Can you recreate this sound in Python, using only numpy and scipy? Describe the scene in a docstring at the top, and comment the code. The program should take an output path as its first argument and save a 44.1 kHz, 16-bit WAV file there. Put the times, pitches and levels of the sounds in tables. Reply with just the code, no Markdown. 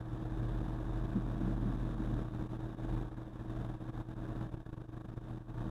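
"""A small motor hums steadily in a repair workshop, under a rush of air and a thin electronic whine.
Hum and whine are wandering sines; the air is shaped noise that flickers. A deep drone sags evenly in
pitch and falls back in level after two seconds; a soft bump starts about a second of dull noise rumble.
At the one microphone a fast expander roughens the sound, and the level dips and flutters,
most deeply in a spell towards the end. A faint hiss lies beneath."""
import sys
import numpy as np
from scipy import signal
from scipy.fft import rfft, irfft
from scipy.io import wavfile
from scipy.ndimage import uniform_filter1d

SR = 44100
rng = np.random.default_rng(int(sys.argv[2]) if len(sys.argv) > 2 else 0)


def int16_out(signal):
    """Quantize to a 16-bit WAV file."""
    q = np.round(np.clip(np.atleast_2d(signal).T, -1, 1) * 32767)
    wavfile.write(sys.argv[1], SR, q.astype(np.int16))


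N = 251370
TIME = np.arange(N) / SR  # s
BIN_HZ = np.arange(N // 2 + 1) * SR / N


def undb(db):
    """Decibels to gain."""
    return 10 ** (np.asarray(db) / 20)


def walk(rate_hz):
    """Smooth chance of spread 1 that moves up to about rate_hz times a second."""
    spectrum = rfft(rng.standard_normal(N)) * np.exp(-(BIN_HZ / rate_hz) ** 2)
    x = irfft(spectrum, N)
    return x / x.std()


def envelope(start, attack, hold, release):
    """Rises from 0 to 1, holds and falls back; all times in seconds."""
    corners = start + np.cumsum([0, attack, hold, release])
    return np.interp(TIME, corners, [0, 1, 1, 0])


def swell(s, half_width):
    """A bell of height 1 around a moment, down to 1/e at half_width seconds."""
    return np.exp(-((TIME - s) / half_width) ** 2)


def trough(offset, length):
    """Shape of a short, round-bottomed dip: 1 at its centre, 1/e at both ends of its length."""
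    return np.exp(-np.abs(2 * offset / length) ** 3)


def tone(hz, db):
    """A sine that follows a pitch curve, at an rms level."""
    cycles = np.cumsum(hz) / SR + rng.random()
    return np.sqrt(2) * undb(db) * np.sin(2 * np.pi * cycles)


def lines(table, waver_db):
    """Steady tones, each wandering a little in pitch and level."""
    total = 0
    for hz, db, wander_hz in table:
        pitch = hz + wander_hz * walk(3.27)
        total = total + tone(pitch, db + waver_db * walk(9.1))
    return total


def noise(colour, resonances=()):
    """Noise with a spectrum of (frequency, density) points, lifted around any resonances."""
    hz = np.maximum(BIN_HZ, 1)
    points, levels = np.transpose(colour)
    db = np.interp(np.log(hz), np.log(points), levels)
    for centre, width, lift in resonances:
        db = db + lift * np.exp(-((hz - centre) / width) ** 2)
    return irfft(rfft(rng.standard_normal(N)) * undb(db), N) * np.sqrt(SR / 2)


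def motor_hum():
    """The motor's steady lines, sines that hardly move in pitch or level."""
    # lines of the motor: (frequency [Hz], mean level [dB], spread of the pitch wander [Hz])
    hum_lines = [(119.76, -44.5, 0.15), (300.3, -59, 0.13), (320.9, -50, 0.74), (668, -72.5, 1.77),
                 (1124, -69.5, 4.56)]
    return lines(hum_lines, waver_db=0.8)


def drone():
    """A deep, slightly rough tone that sags evenly; a loud stretch, then faint with brief swells."""
    # loud stretch: (start [s], attack [s], hold [s], release [s])
    loud_stretch = (0.062, 0.54, 1.47, 0.29)
    # brief swells: (time [s], half width [s], lift [dB])
    brief_swells = [(2.97, 0.16, 7.5), (4.55, 0.27, 3), (5.559, 0.19, 6.5)]
    start_hz, sag_hz_per_s = 45.52, 1.3
    faint_db, loud_lift_db = -49.5, 7
    waver_db, rough_db = 1.13, 1.45  # spreads of the slow and the quick level changes
    hz = start_hz - sag_hz_per_s * TIME
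    db = faint_db + loud_lift_db * envelope(*loud_stretch)
    db = db + sum(lift * swell(s, half_width) for s, half_width, lift in brief_swells)
    return tone(hz + 0.25 * walk(5.7), db + waver_db * walk(3.3) + rough_db * walk(22))


def rumble():
    """Dull, uneven low noise with a few soft bumps; the first and strongest starts it."""
    # course of the rumble: (start [s], attack [s], hold [s], release [s])
    rumble_course = (1.205, 0.089, 0.74, 0.42)
    # spectrum before the gains below: (frequency [Hz], density [dB per Hz])
    rumble_colour = [(20, -110), (110, -72), (155, -71), (188, -59.5), (250, -66), (340, -73), (500, -105),
                     (2000, -150)]
    # soft bumps: (time [s], half width [s], gain on the spectrum [dB])
    soft_bumps = [(1.165, 0.034, 6.5), (1.46, .05, -4.5), (1.66, 0.046, -7), (2.15, 0.038, -9)]
    roll_db, waver_db = -5, 1
    roll = envelope(*rumble_course) * undb(roll_db + waver_db * walk(4))
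    bumps = sum(undb(db) * swell(s, half_width) for s, half_width, db in soft_bumps)
    return (bumps + roll) * noise(rumble_colour)


def air_rush():
    """Rush of air in the room: noise that excites resonances and flickers quickly in level."""
    # spectrum before resonances and flicker: (frequency [Hz], density [dB per Hz])
    air_colour = [(5, -77.5), (17, -73), (32, -80), (60, -66), (85, -76.5), (180, -71.5), (350, -76),
                  (420, -79.5), (1100, -86.5), (1650, -93), (2050, -103), (3100, -105.5), (4400, -113),
                  (6300, -114.5), (8000, -118), (11500, -120.5), (15500, -129)]
    # resonances that the air excites: (frequency [Hz], half width to 1/e of the lift [Hz], lift [dB])
    air_resonances = [(111, 9.9, 10.5), (154.6, 9.9, 4), (198, 8.5, 5), (683, 77, 2.5), (920, 17, 3.5),
                      (1690, 164, 3.5), (3654, 340, 8.5), (3740, 55, 2)]
    flicker = undb(0.98 * walk(50) + 0.92 * walk(230))
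    return noise(air_colour, air_resonances) * flicker


def electronic_whine():
    """A thin high whine of close, wavering sines."""
    # lines of the whine: (frequency [Hz], mean level [dB], spread of the pitch wander [Hz])
    whine_lines = [(11149, -106, 1.5), (11208, -93, 1.5), (11238, -104, 4), (11268, -99.5, 1.5)]
    return lines(whine_lines, waver_db=3.0)


def microphone_hiss():
    """The even hiss of the microphone, a faint steady noise."""
    # spectrum of the hiss: (frequency [Hz], density [dB per Hz])
    hiss_colour = [(1000, -124), (8000, -129), (15500, -135)]
    return noise(hiss_colour)


def scene():
    """Motor, rumble, air and whine at one microphone."""
    motor = motor_hum() + drone()
    return (motor + air_rush() + rumble() + electronic_whine())[None]


def expander(x, follow_hz, slope):
    """Gain follows the envelope: quiet stretches sink, and beating low tones shake the whole sound."""
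    unity_db = -41  # envelope at which the gain is 1
    below_db, above_db = -20, 2.5  # limits of the envelope around it
    smooth = signal.butter(2, follow_hz, fs=SR, output="sos")
    strength = np.abs(signal.sosfiltfilt(smooth, np.abs(x))) / undb(unity_db)
    return x * np.clip(strength, undb(below_db), undb(above_db)) ** slope


def slow_level():
    """Gain of the drawn level curve plus a chance wavering that grows with time."""
    # level of the whole sound: (time [s], level [dB])
    level_points = [(0, 0), (.25, 0.86), (2.1, 1.94), (2.7, 0), (2.85, 3), (3.03, 1), (3.13, -2),
                    (3.55, 0.2), (4.3, .5), (5.17, -2), (5.27, -1), (5.47, -5), (5.65, 1)]
    waver_db_per_s = 0.2636  # growth of the wavering's spread
    seconds, levels = np.transpose(level_points)
    db = np.interp(TIME, seconds, levels)
    return undb(db + waver_db_per_s * TIME * walk(8))


def flutter():
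    """Gain of almost evenly spaced troughs, each with its own depth."""
    # spell of deep troughs: (start [s], attack [s], hold [s], release [s])
    deep_spell = (4.47, .04, .7, .04)
    rate_hz, one_trough_s = 25, 4.517  # rate, and the time of one trough
    growth_db_per_s, spell_db = 0.46, 8.5
    depth_scatter = 0.21  # share of the depth
    width_s, jitter_s = 0.02, 0.005  # before the smoothing; jitter is a spread
    cycles = (TIME - one_trough_s) * rate_hz
    nearest = np.round(cycles).astype(int)
    chances = rng.standard_normal((np.ptp(nearest) + 1, 2))  # one pair for each trough
    deeper, later = chances[nearest - nearest[0]].T
    depth = growth_db_per_s * TIME + spell_db * envelope(*deep_spell)
    depth = depth * (1 + depth_scatter * deeper)
    offset = (cycles - nearest) / rate_hz - jitter_s * later
    fall_db = uniform_filter1d(depth * trough(offset, width_s), size=SR // 500)  # 2 ms smoothing
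    return undb(-fall_db)


def dips():
    """Gain of the single moments when the level dips briefly."""
    # dips: (time [s], length [s], level change [dB])
    single_dips = [(.039, .046, -4.4), (2.484, .02, -12), (2.58, .017, -6), (2.764, .022, -11),
                   (3.1, .022, -7), (3.159, .02, -6), (3.31, .05, -4), (3.783, .04, -6.5),
                   (3.919, .027, -10), (4.05, .054, -8.4), (4.149, .019, -10), (4.637, .035, -7),
                   (4.76, .035, -7), (4.86, .035, -7), (5.455, .045, -5)]
    return undb(sum(change * trough(TIME - s, length) for s, length, change in single_dips))


def record(dry):
    """The sound is expanded, swells, flutters and dips over a faint hiss, and loses its top."""
    top_hz = 15650
    expanded = expander(dry, follow_hz=119, slope=0.62)
    out = expanded * slow_level() * flutter() * dips() + microphone_hiss()
    soft_ends = np.clip(np.minimum(TIME, TIME[::-1]) / .004, 0, 1)  # 4 ms fades
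    low_pass = signal.ellip(10, .2, 70, top_hz, fs=SR, output="sos")
    return signal.sosfilt(low_pass, out * soft_ends)


dry = scene()
out = record(dry)
int16_out(out)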